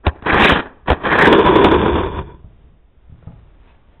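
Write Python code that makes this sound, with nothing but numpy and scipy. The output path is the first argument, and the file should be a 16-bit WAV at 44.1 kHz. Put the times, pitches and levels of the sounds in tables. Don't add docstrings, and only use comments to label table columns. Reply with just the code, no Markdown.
import sys
import numpy as np
from scipy import signal
from scipy.fft import rfft, irfft
from scipy.io import wavfile
from scipy.ndimage import uniform_filter1d

SR = 44100
rng = np.random.default_rng(int(sys.argv[2]) if len(sys.argv) > 2 else 0)


def transcribe(signal):
    frames = np.atleast_2d(signal).T
    limited = np.clip(frames, -1, 1)
    pcm = np.round(limited * 32767).astype(np.int16)
    wavfile.write(sys.argv[1], SR, pcm)


N = 176400

# frequency in Hz, relative level in dB.
AIR_EQ = [(20, -6), (60, -2.5), (110, -18.5), (200, -23.5), (350, -25.5), (800, -33.5), (1600, -40.5),
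          (2600, -44), (3700, -45.5), (4100, -70.5)]
# frequency in Hz, relative level in dB.
TAIL_EQ = [(50, -5), (300, 1.5), (1000, 0.5), (2000, -5), (4000, -15)]
AIR_DB, ROOM_T60_S, NEAR_SEND_DB, FEET_SEND_DB = -47, 0.58, -30.5, -12

# start in seconds, thud level in dB, sole level in dB.
STEPS = [(2.444, -26, -37.5), (3.096, -31, -55), (3.123, -29, -43), (3.222, -56, -31.5),
         (3.271, -25, -26.5), (3.307, -34, -50)]
STEP_HZ, STEP_RISE_S, STEP_DECAY_S, SOLE_DECAY_S = 102, 0.00215, 0.0043, 0.01
# frequency in Hz, relative level in dB.
SOLE_EQ = [(50, 9.5), (150, 13.5), (260, -6.5), (450, -3.5), (750, -5), (1000, -16), (1350, -9.5),
           (1800, -42), (3800, -42)]
# centre and half length in seconds, level in dB.
SCUFFS = [(3.296, 0.2, -61), (3.656, .1, -58), (3.695, 0.023, -58), (3.92, 0.175, -63)]
# frequency in Hz, relative level in dB.
SCUFF_EQ = [(100, 2.5), (450, -0.5), (1000, 2), (2000, -1.5), (2550, -5), (3000, -7), (3800, -10)]
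# centre and half length in seconds, pitch and width in Hz, level in dB.
SQUEAKS = [(3.658, 0.058, 918, 35.2, -62), (3.704, 0.021, 2530, 150, -59.5), (3.963, 0.039, 921, 30, -60.5)]

# time in seconds, level in dB.
STROKES = [
    [(.035, -53.5), (.053, -31.5), (.066, -25), (.088, -23), (.115, -50.5)],
    [(.14, -56), (.16, -39.5), (.21, -44.5), (.255, -30), (.266, -14), (.292, -14), (.36, -9.5), (.44, -9),
     (.505, -6.5), (.55, -16), (.597, -18.5), (.625, -29), (.70, -43), (.80, -67.5)],
    [(.855, -56), (.862, -31.5), (.877, -21), (.93, -19), (.96, -25), (.99, -40.5), (1.058, -17.5),
     (1.108, -15.5), (1.122, -11), (1.258, -6), (1.32, -23), (1.45, -26.5), (1.65, -27.5), (1.8, -44.5)],
]
# frequency in Hz, relative level in dB.
RUB_EQ = [(40, -15.5), (100, -7), (230, -1), (400, -0.5), (680, -5), (1100, -1.5), (1330, -6.5),
          (1650, -1.5), (1900, -4.5), (2120, -18.5), (2450, -11), (2850, -21.5), (3200, -13.5), (3700, -24),
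          (4300, -21.5)]
SOFT_HZ, FIRM_DB, BRIGHT_LAW = 1700, -21, .55
# centre and half length in seconds, pitch and spread in Hz, level in dB.
RASPS = [(0.304, .02, 1700, 349.4, -14.5), (.445, .06, 2432, 311, -13), (0.483, .08, 3200, 439, -19),
         (0.499, .015, 1142, 248.3, -17.5), (1.126, 0.028, 1760, 245, -14.5),
         (1.21, 0.02, 1929, 302, -11.5), (1.263, 0.02, 1728, 302.6, -15.5)]

# start in seconds, crack level in dB, thump level in dB.
BUMPS = [(0.0664, 1, -4.5), (0.079, -12, -7.5), (.16, -41.5, -44), (.224, -28.5, -28), (0.328, -6.5, -12.5),
         (0.364, -9, -19), (0.43, -8.5, -12.5), (.521, 2.5, -7), (0.591, -14, -37), (0.883, -10, -23.5),
         (0.902, 3, -5.5), (0.917, -1, -6.5), (0.93, -11, -34.5)]
# frequency in Hz, relative level in dB.
CLICK_EQ = [(200, -2.5), (1200, 3), (2200, -4.5), (3400, -7.5), (4300, -12.5), (5200, -42)]
# frequency in Hz, relative level in dB.
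CRACK_EQ = [(40, -18.5), (150, -0.5), (750, -2), (1300, -12.5), (2200, -22), (3800, -28), (5000, -50.5)]
CLICK_DB, CLICK_HALF_S, CRACK_DECAY_S = -8.5, 0.0022, 0.0046
THUMP_HZ, THUMP_RISE_S, THUMP_DECAY_S, BUMP_LIMIT = 68, .007, 0.0064, 0.84

# time in seconds, level in dB.
DRAG_PRESSURE = [(.95, -52), (1.03, -35), (1.13, -24.5), (1.25, -9.5), (1.302, -12), (1.335, -1.5),
                 (1.375, -12), (1.40, -8.5), (1.44, -12), (1.475, -7.5), (1.505, -13), (1.655, -8),
                 (1.70, -13.5), (1.74, -14), (1.78, -16.5), (1.835, -11.5), (1.93, -15), (1.975, -13.5),
                 (2.085, -27.5), (2.19, -23.5), (2.24, -38.5), (2.31, -41), (2.41, -59.5)]
# start in seconds, level in dB.
CATCHES = [(1.272, 3.5), (1.327, -3.5), (1.384, -3), (1.462, 1), (1.555, -4), (1.644, 2.5), (1.686, -13),
           (1.714, 0), (1.743, -14), (2.03, -22.5), (2.062, -21), (2.169, -24), (2.189, -28)]
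# pitch in Hz, width in Hz, relative level in dB.
CASE_MODES = [(222.5, 76, 0.5), (362.6, 166, 6), (970, 120, 3), (1460, 420, -10), (2370, 130, -16),
              (3431, 150, -13.5)]
CATCH_DECAY_S, CASE_EDGE_HZ = .011, 3680
# frequency in Hz, relative level in dB.
GRIT_EQ = [(40, -18), (70, -11.5), (160, -9), (390, -7), (650, -11), (980, -10.5), (1300, -16),
           (2000, -25.5), (2700, -23.5), (3650, -24.5)]
GRIT_DB, GRIT_FULL_DB, GRIT_LAW = -3.5, -17.5, .5
# time in seconds, level in dB.
ROCKING = [(.8, -52), (1.1, -33), (1.6, -27.5), (1.82, -18), (2.0, -24.5), (2.2, -28.5), (2.4, -44.5),
           (2.55, -69), (2.72, -46), (2.8, -60)]
# frequency in Hz, relative level in dB.
ROCKING_EQ = [(25, -13), (45, -5.5), (68, 2), (100, -7), (150, -7.5), (400, -31), (2000, -82.5)]

MIC_LIMIT, KNEE, OUTPUT_LIMIT = 0.71, 3.83, 0.69
BAND_HZ, TOP_HZ = 3710, 15800


def undb(db):
    return 10 ** (np.asarray(db) / 20)


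def unit(x):
    return x / np.sqrt(np.mean(x ** 2))


def clock():
    return np.arange(N) / SR


def noise():
    return rng.standard_normal(N)


def fader(points):
    s, db = np.array(points).T
    return undb(np.interp(clock(), s, db, left=-np.inf, right=-np.inf))


def colour(x, points):
    hz, db = np.array(points).T
    bins_hz = np.arange(N + 1) * SR / (2 * N)
    gain = undb(np.interp(np.log(bins_hz + 1), np.log(hz), db))
    cepstrum = irfft(np.log(gain))
    cepstrum[1:N] *= 2
    cepstrum[N + 1:] = 0
    return unit(irfft(rfft(x, 2 * N) * np.exp(rfft(cepstrum)))[:N])


def ring(x, hz, width):
    b, a = signal.iirpeak(hz, hz / width, fs=SR)
    return signal.lfilter(b, a, signal.lfilter(b, a, x))


def wander(rate):
    hold = int(SR / rate)
    targets = np.repeat(rng.standard_normal(N // hold + 1), hold)
    return unit(uniform_filter1d(targets, hold)[:N])


def friction(per_s, scatter_db, rough_db, hiss):
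    slips = (rng.random(N) < per_s / SR) * np.sign(noise())
    slips *= undb(scatter_db * np.clip(noise(), -2, 2))
    texture = unit(slips) + hiss * noise()
    return unit(texture * undb(rough_db * wander(90)))


def burst(s, decay):
    return (clock() >= s) * np.exp(-np.abs(clock() - s) / decay)


def swell(s, half):
    return np.exp(-((clock() - s) / half) ** 2)


def thump(s, hz, rise, decay):
    age = np.maximum(clock() - s, 0)
    shape = (1 - np.exp(-age / rise)) * np.exp(-age / decay)
    return -np.sin(2 * np.pi * hz * age) * shape / shape.max()


def room_tone():
    return undb(AIR_DB + 1.1 * wander(7)) * colour(noise(), AIR_EQ)


def reverb(send):
    tail = colour(noise(), TAIL_EQ) * burst(.012, ROOM_T60_S / np.log(1000))
    return signal.fftconvolve(send, tail / np.linalg.norm(tail))[:N]


def feet():
    sole = colour(noise(), SOLE_EQ)
    brush = colour(friction(per_s=1300, scatter_db=2.34, rough_db=2.2, hiss=.6), SCUFF_EQ)
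    steps = np.zeros(N)
    for s, thud_db, sole_db in STEPS:
        steps += undb(thud_db) * thump(s, STEP_HZ, STEP_RISE_S, STEP_DECAY_S)
        steps += undb(sole_db) * sole * (burst(s, SOLE_DECAY_S) - burst(s, STEP_RISE_S))
    scuffs = brush * sum(undb(db) * swell(s, half) for s, half, db in SCUFFS)
    squeaks = sum(undb(db) * swell(s, half) * unit(ring(noise(), hz, width))
                  for s, half, hz, width, db in SQUEAKS)
    return steps + scuffs + squeaks


def rasp(hz, spread):
    phase = 2 * np.pi * np.cumsum(hz + spread * wander(900)) / SR
    grip_db = 3 * wander(250)
    return unit(np.sin(phase) * undb(grip_db))


def fingers():
    rub = colour(friction(per_s=1000, scatter_db=1, rough_db=2.82, hiss=.32), RUB_EQ)
    dull = signal.sosfiltfilt(signal.butter(2, SOFT_HZ, fs=SR, output="sos"), rub)
    pressure = sum(fader(stroke) for stroke in STROKES)
    brightness = np.minimum(pressure / undb(FIRM_DB), 1) ** BRIGHT_LAW
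    rasps = sum(undb(db) * swell(s, half) * rasp(hz, spread) for s, half, hz, spread, db in RASPS)
    return (dull + brightness * (rub - dull)) * pressure + rasps


def bumps():
    crack = colour(noise(), CRACK_EQ)
    click = undb(CLICK_DB) * colour(noise(), CLICK_EQ)
    blows = np.zeros(N)
    for s, crack_db, thump_db in BUMPS:
        attack = crack * burst(s, CRACK_DECAY_S) + click * swell(s + CLICK_HALF_S, CLICK_HALF_S)
        weight = thump(s, THUMP_HZ, THUMP_RISE_S, THUMP_DECAY_S)
        blows += undb(crack_db) * attack + undb(thump_db) * weight
    return BUMP_LIMIT * np.tanh(blows / BUMP_LIMIT)


def grains():
    return friction(per_s=600, scatter_db=1, rough_db=1.8, hiss=.33)


def drag():
    pressure = fader(DRAG_PRESSURE) + sum(undb(db) * burst(s, CATCH_DECAY_S) for s, db in CATCHES)
    force = grains()
    body = unit(sum(undb(db) * ring(force, hz, width) for hz, width, db in CASE_MODES))
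    grit = colour(grains(), GRIT_EQ)
    bite = undb(GRIT_DB) * np.minimum(pressure / undb(GRIT_FULL_DB), 1) ** GRIT_LAW
    high_cut = signal.cheby1(16, 1, CASE_EDGE_HZ, fs=SR, output="sos")
    grind = signal.sosfilt(high_cut, body + bite * grit) / np.hypot(1, bite)
    rocking = colour(noise(), ROCKING_EQ) * fader(ROCKING)
    return grind * pressure + rocking


def scene():
    near = fingers() + drag() + bumps()
    far = feet()
    tail = reverb(undb(NEAR_SEND_DB) * near + undb(FEET_SEND_DB) * far)
    return (near + far + tail + room_tone())[None]


def record(dry):
    saturated = dry / (1 + np.abs(dry / MIC_LIMIT) ** KNEE) ** (1 / KNEE)
    hz = np.arange(N + 1) * SR / (2 * N)
    rolloff_db = np.interp(hz - BAND_HZ, [0, 200, 600, 1100], [0, -3, -24, -90])
    narrow = irfft(rfft(saturated, 2 * N) * undb(rolloff_db))[:, :N]
    clipped = np.clip(narrow, -OUTPUT_LIMIT, OUTPUT_LIMIT)
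    return signal.sosfilt(signal.ellip(10, .1, 80, TOP_HZ, fs=SR, output="sos"), clipped)


dry = scene()
out = record(dry)
transcribe(out)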